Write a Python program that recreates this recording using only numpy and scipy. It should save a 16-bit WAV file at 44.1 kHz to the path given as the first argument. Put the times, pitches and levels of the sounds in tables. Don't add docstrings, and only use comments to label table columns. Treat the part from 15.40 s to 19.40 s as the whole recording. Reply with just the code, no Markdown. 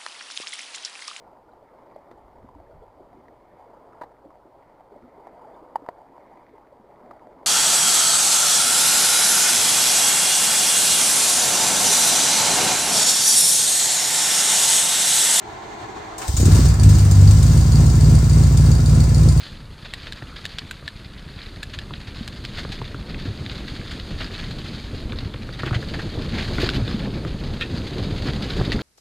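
import sys
import numpy as np
from scipy import signal
from scipy.io import wavfile

SR = 44100
rng = np.random.default_rng(int(sys.argv[2]) if len(sys.argv) > 2 else 0)


def pcm_store(signal):
    levels = np.round(np.clip(np.atleast_2d(signal), -1, 1) * 32767)
    wavfile.write(sys.argv[1], SR, levels.astype(np.int16).T)


N = 176400
TIME = np.arange(N) / SR
SIDES = np.array([[1], [-1]])


def amp(db):
    return 10 ** (np.asarray(db) / 20)


def curve(rows, t=TIME):
    return np.interp(t, *np.transpose(rows))


def at_hz(rows, hz):
    f, value = np.transpose(rows)
    return np.interp(np.log(hz), np.log(f), value)


def resonate(x, hz, width):
    r = np.exp(-np.pi * width / SR)
    feedback = [1, -2 * r * np.cos(2 * np.pi * hz / SR), r * r]
    return signal.lfilter(np.array([1, 0, -1]) * (1 - r * r) / 2, feedback, x + 1e-18)


def butterworth(x, hz, kind="low", order=2):
    return signal.sosfilt(signal.butter(order, hz, kind, fs=SR, output="sos"), x)


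def impulses(times, gain):
    return np.bincount((times * SR).astype(int), gain, N)[:N]


def bursts(times, gain, decay_s):
    kicks = impulses(np.atleast_1d(times), np.atleast_1d(gain))
    return signal.lfilter([1], [1, -np.exp(-1 / (decay_s * SR))], kicks + 1e-18)


# f/Hz, correlation (limited to 1 in use)
COHERENCE = [(60, 2.5), (250, 0.83), (500, .5), (1000, 0.1), (2000, 0.26), (4000, 0.42), (8000, 0.3),
             (14000, 0)]
# f/Hz, level/dB
BALANCE = [(250, 1), (1000, -1), (2000, -2.5), (4400, 4), (7500, 5.5), (14000, -2)]


def noise(spectrum, low_hz, high_hz):
    out, white = 0, rng.standard_normal((2, 2, N))
    edges = 28 * 2 ** (np.arange(29) / 3)
    for k, band in enumerate(zip(edges, edges[1:])):
        hz = np.sqrt(np.prod(band))
        if low_hz < hz < high_hz:
            mid, side = butterworth(white[k % 2], band, "band")
            alike = np.clip(at_hz(COHERENCE, hz), -1, 1)
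            gain = amp(at_hz(spectrum, hz) + SIDES * at_hz(BALANCE, hz) / 2)
            out = out + gain * (np.sqrt(1 + alike) * mid + np.sqrt(1 - alike) * side * SIDES)
    return out / np.std(out)


# f/Hz, level/dB
AMBIENT_SPECTRUM = [(30, -5.5), (75, -2.5), (150, -1.5), (260, -7.5), (370, 2.5), (530, -13.5), (830, 3.5),
                    (1250, -10.5), (1900, -9.5), (2700, -22.5), (3800, -17), (5500, -33), (6800, -20),
                    (9000, -37.5), (14000, -37.5)]


def ambience():
    drift_db = 1.5 * np.interp(TIME, np.linspace(0, TIME[-1], 120), rng.standard_normal(120))
    drop_db = curve([(0.85, 0.0084), (1.1, -6)])
    return amp(-35 + drift_db + drop_db) * noise(AMBIENT_SPECTRUM, 25, 15000)


# left delay/s, right delay/s, level/dB
SURFACES = [(.0029, 0.0029, -11.5), (.0093, 0.0089, -10.5), (0.0162, .0158, -14.5), (0.0264, 0.019, -13)]


def early_reflections(x):
    out = x.copy()
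    for *delays, db in SURFACES:
        delayed = [np.interp(TIME - lag, TIME, side, left=0) for lag, side in zip(delays, x)]
        out += amp(db) * np.array(delayed)
    return out * np.std(x) / np.std(out)


def reverberation(x, t60_s=0.11):
    t = TIME[:SR // 2]
    tail = rng.standard_normal((2, len(t))) * amp(-60 * t / t60_s)
    tail /= np.sqrt(np.sum(tail ** 2) / 2)
    return signal.fftconvolve(np.atleast_2d(x), tail, axes=1)[:, :N]


# t/s, f/Hz, bandwidth/Hz, level/dB, decay/s
STARTER_RUBS = [(0.724, 1220, 24.93, -10, 0.017), (0.818, 1370, 610, -16.5, 0.013),
                (0.966, 6980, 216, -5.5, 0.0088), (1.011, 6840, 400, -21, 0.041)]


def starter():
    return sum(resonate(bursts(t, amp(db), decay_s) * rng.standard_normal(N), hz, width)
               for t, hz, width, db, decay_s in STARTER_RUBS)


# t/s, level/dB
RUSH_LEVEL = [(.76, -51), (.82, -32.5), (.93, -54.5), (1.04, -35.5), (1.16, -31.5), (1.28, -35.5),
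              (1.36, -37), (1.5, -35.5), (2.2, -38), (4, -40)]
HISS_LEVEL = [(.76, -73), (.79, -36), (.94, -31), (1.04, -31.5), (1.18, -29.5), (1.29, -33), (1.36, -40),
              (1.52, -31), (1.67, -35.5), (1.88, -32.5), (2.3, -35.5), (4, -38.5)]
# f/Hz, level/dB
RUSH_SPECTRUM = [(350, 0.5), (600, -3), (1000, -2.5), (1200, -2), (1450, -5), (2000, -9.5), (2700, -12.5),
                 (3400, -31)]
HISS_SPECTRUM = [(1760, -39), (3000, -10), (3470, -15), (4590, -3.5), (5490, -8.5), (7030, -5.5),
                 (8640, -5.5), (9450, 3.5), (11500, -36.5), (12300, -25), (12900, -8.5), (14400, -12),
                 (15500, -18)]


def fan_and_intake(times, accent_db, throb_db=2.5):
    pulsation = bursts(times, amp(accent_db), decay_s=0.029)
    throb = amp(throb_db * (pulsation - pulsation.mean()) / pulsation.std())
    rush = amp(curve(RUSH_LEVEL)) * noise(RUSH_SPECTRUM, 350, 3400)
    hiss = amp(curve(HISS_LEVEL)) * noise(HISS_SPECTRUM, 2900, 17000)
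    return throb * (rush + hiss)


# t/s, level/dB, decay/s
SPIT_EVENTS = [(0.781, -29, 0.0066), (0.817, -32.5, 0.0074), (0.88, -26, 0.006), (0.969, -23, 0.011),
               (1, -26.5, 0.017), (1.055, -22, 0.0064), (1.118, -23.5, 0.0039), (1.149, -26.5, 0.015),
               (1.256, -27, 0.0057), (1.434, -22, 0.0052), (1.493, -25.5, 0.0045), (1.584, -26, .005),
               (1.712, -23, 0.0034), (1.909, -24, 0.005), (2.029, -23.5, 0.0033), (3.172, -26.5, 0.0044)]
# f/Hz, level/dB
SPIT_SPECTRUM = [(300, -3), (1500, -9), (3000, -12), (4600, -5), (5800, -7.5), (7000, -3.5), (8600, 1),
                 (15000, -12)]


def clunk_and_spits():
    envelope = sum(bursts(t, amp(db), decay_s) for t, db, decay_s in SPIT_EVENTS)
    return envelope * noise(SPIT_SPECTRUM, 300, 16000)


# t/s, f/Hz
FIRING_RATE = [(0.75, 29.38), (0.9, 16.95), (1.05, 43.83), (1.2, 63.08), (1.4, 50.94), (1.5, 52.14),
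               (1.75, 47.91), (2.0, 53.72), (2.4, 55.87), (2.8, 55.27), (3.05, 58.3), (3.4, 55.27),
               (4.0, 57.11)]
# pipe delay/s, then level/dB while warming, on even and on odd idle cycles
CYLINDER_PULSES = [(0.0031, 0.7, 0.1, -1.9), (0.0127, -3.5, 0.77, -0.5), (0.01258, -4, -0.4, -6),
                   (0.00301, 0.8, -0.2, 0.25), (0.01244, -3.5, -5, 0.5), (0.0031, -0.7, 0.5, -1),
                   (0.003, -0.3, -7.5, 2), (0.01149, -4.5, 0.9, 0.1)]


def firings(lope_from_s=1.9, lope_fade_s=0.28):
    count = np.cumsum(curve(FIRING_RATE) * (TIME >= FIRING_RATE[0][0])) / SR
    n = np.arange(3, int(count[-1]) + 1)
    times = np.interp(n, count, TIME)
    cycle, cylinder = np.divmod(n, 8)
    pulses = np.array(CYLINDER_PULSES)
    surge_db = 0.5 * np.cos(np.pi * (n - 1.3) / 8)
    idle_db = pulses[cylinder, 2 + cycle % 2] + surge_db
    lope = np.clip((times - lope_from_s) / lope_fade_s, 0, 1)
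    return times, cylinder, (1 - lope) * pulses[cylinder, 1] + lope * idle_db


# f/Hz, bandwidth/Hz, level/dB in bank 0, level/dB in bank 1
PIPE_MODES = [(62.37, 28.84, 20.5, 5.5), (64.74, 26.15, 22.0, -5.5), (97.6, 5.57, 15, 3),
              (145.5, 19.4, 4.5, 11.5), (165.4, 24.8, 1.93, 2.36), (218.5, 27, -11, -6),
              (263.8, 10.7, -14, -29), (312.6, 8.5, -12.5, -11), (388.4, 9.1, -14.5, -26)]
# t/s, slope/(dB per octave)
PULSE_SLOPE = [(0.9, -16.5), (1.06, 0.1), (1.2, -3.5), (1.55, -2), (1.68, -2), (2.3, -2.9)]
CYLINDER_BANK = [0, 1, 1, 0, 1, 0, 0, 1]


def pipe_thumps(times, arrivals, cylinder, level_db, accent_db):
    bank = np.array(CYLINDER_BANK)[cylinder]
    slope = curve(PULSE_SLOPE, times) + 1.21 * accent_db
    thump, drive_db, pivot_hz = 0, 51, 92.6
    for k, (hz, width, *bank_db) in enumerate(PIPE_MODES):
        gain = amp(drive_db + level_db + np.array(bank_db)[bank] + slope * np.log2(hz / pivot_hz))
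        mode = resonate(impulses(arrivals, gain), hz, width)
        mode = butterworth(mode, 2.47 * hz)
        thump = thump + (-1) ** k * mode
    thump = butterworth(thump, 34, "high")
    return thump + amp(-17.5) * reverberation(thump)[0] * SIDES


# f/Hz, bandwidth/Hz, level/dB
PUFF_MODES = [(230.8, 18.6, -10.5), (256.3, 9, -13.5), (311.7, 5.7, -12), (381.2, 5, -22),
              (491.6, 9, -19.5), (537.4, 5, -26)]
# t/s, level/dB
PUFF_ROUGHNESS = [(.9, 9), (1.03, 3), (1.25, 0), (1.4, 2.5), (2.2, 2.5)]


def gas_puffs(arrivals, level_db):
    envelope = amp(curve(PUFF_ROUGHNESS) - 2.5) * bursts(arrivals, amp(level_db), decay_s=0.029)
    gas = envelope * noise([(200, 0), (600, 0.0025)], 170, 700)
    return sum(amp(db) * resonate(gas, hz, width) for hz, width, db in PUFF_MODES)


# t/s, level/dB
COMBUSTION = [(0.87, -24), (0.96, -19), (1.04, -14), (1.11, -12), (1.22, -13.5), (1.29, -14), (1.35, -18),
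              (1.43, -9.5), (1.55, -12), (1.67, -16.5), (1.8, -11.5), (1.92, -11.5), (2.2, -13.5),
              (4.0, -14.5)]


def exhaust(times, cylinder, accent_db, spread_db=0.98, pan_db=0.08):
    arrivals = times + np.array(CYLINDER_PULSES)[cylinder, 0]
    level_db = accent_db + curve(COMBUSTION, times) + spread_db * rng.standard_normal(len(times))
    thumps = pipe_thumps(times, arrivals, cylinder, level_db, accent_db)
    return (thumps + gas_puffs(arrivals, level_db)) * amp(pan_db * SIDES)


# t/s, level/dB
BARK_EVENTS = [(0.999, -12.5), (1.030, -13.5), (1.056, -9), (1.079, -8.5), (1.113, -19), (1.154, -13.5),
               (1.191, -13), (1.25, -19)]
# f/Hz, level/dB
BARK_SPECTRUM = [(90, 10), (170, 5.5), (260, -3), (370, 2), (480, -23)]


def barks():
    times, db = np.transpose(BARK_EVENTS)
    blast = bursts(times, amp(db), decay_s=0.011) * noise(BARK_SPECTRUM, 80, 520)
    return butterworth(blast, 550, order=4)


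TICK_LEVELS = [-1, -19.5, -24.5, 3, -15.5, 1, -9, -25]
# f/Hz, bandwidth/Hz, level/dB
TICK_RESONANCES = [(4627, 100, -16), (7060, 190, -22), (9090, 590, -26.5), (6740, 6200, -42)]


def ticks(times, cylinder, from_s=1.0, delay_s=0.006, spread_db=1, pan_db=1):
    out = 0
    for hz, width, db in TICK_RESONANCES:
        level_db = db + np.array(TICK_LEVELS)[cylinder] + spread_db * rng.standard_normal(len(times))
        envelope = bursts(times + delay_s, amp(level_db) * (times > from_s), decay_s=0.0024)
        out = out + resonate(envelope * rng.standard_normal(N), hz, width)
    return out * amp(7.5 + pan_db * SIDES)


def scene():
    times, cylinder, accent_db = firings()
    rush = fan_and_intake(times, accent_db)
    transients = ticks(times, cylinder) + clunk_and_spits() + starter()
    airborne = early_reflections(rush + ambience())
    pipes = exhaust(times, cylinder, accent_db) + barks()
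    return pipes + airborne + transients + amp(2) * reverberation(transients)


def record(dry, notch_hz=11280, notch_width_hz=4140, cutoff_hz=15900):
    notched = butterworth(dry, [notch_hz - notch_width_hz / 2, notch_hz + notch_width_hz / 2], "stop")
    rounded = notched / (1 + notched ** 8) ** (1 / 8)
    return signal.sosfilt(signal.ellip(10, 0.2, 80, cutoff_hz, fs=SR, output="sos"), rounded)


dry = scene()
out = record(dry)
pcm_store(out)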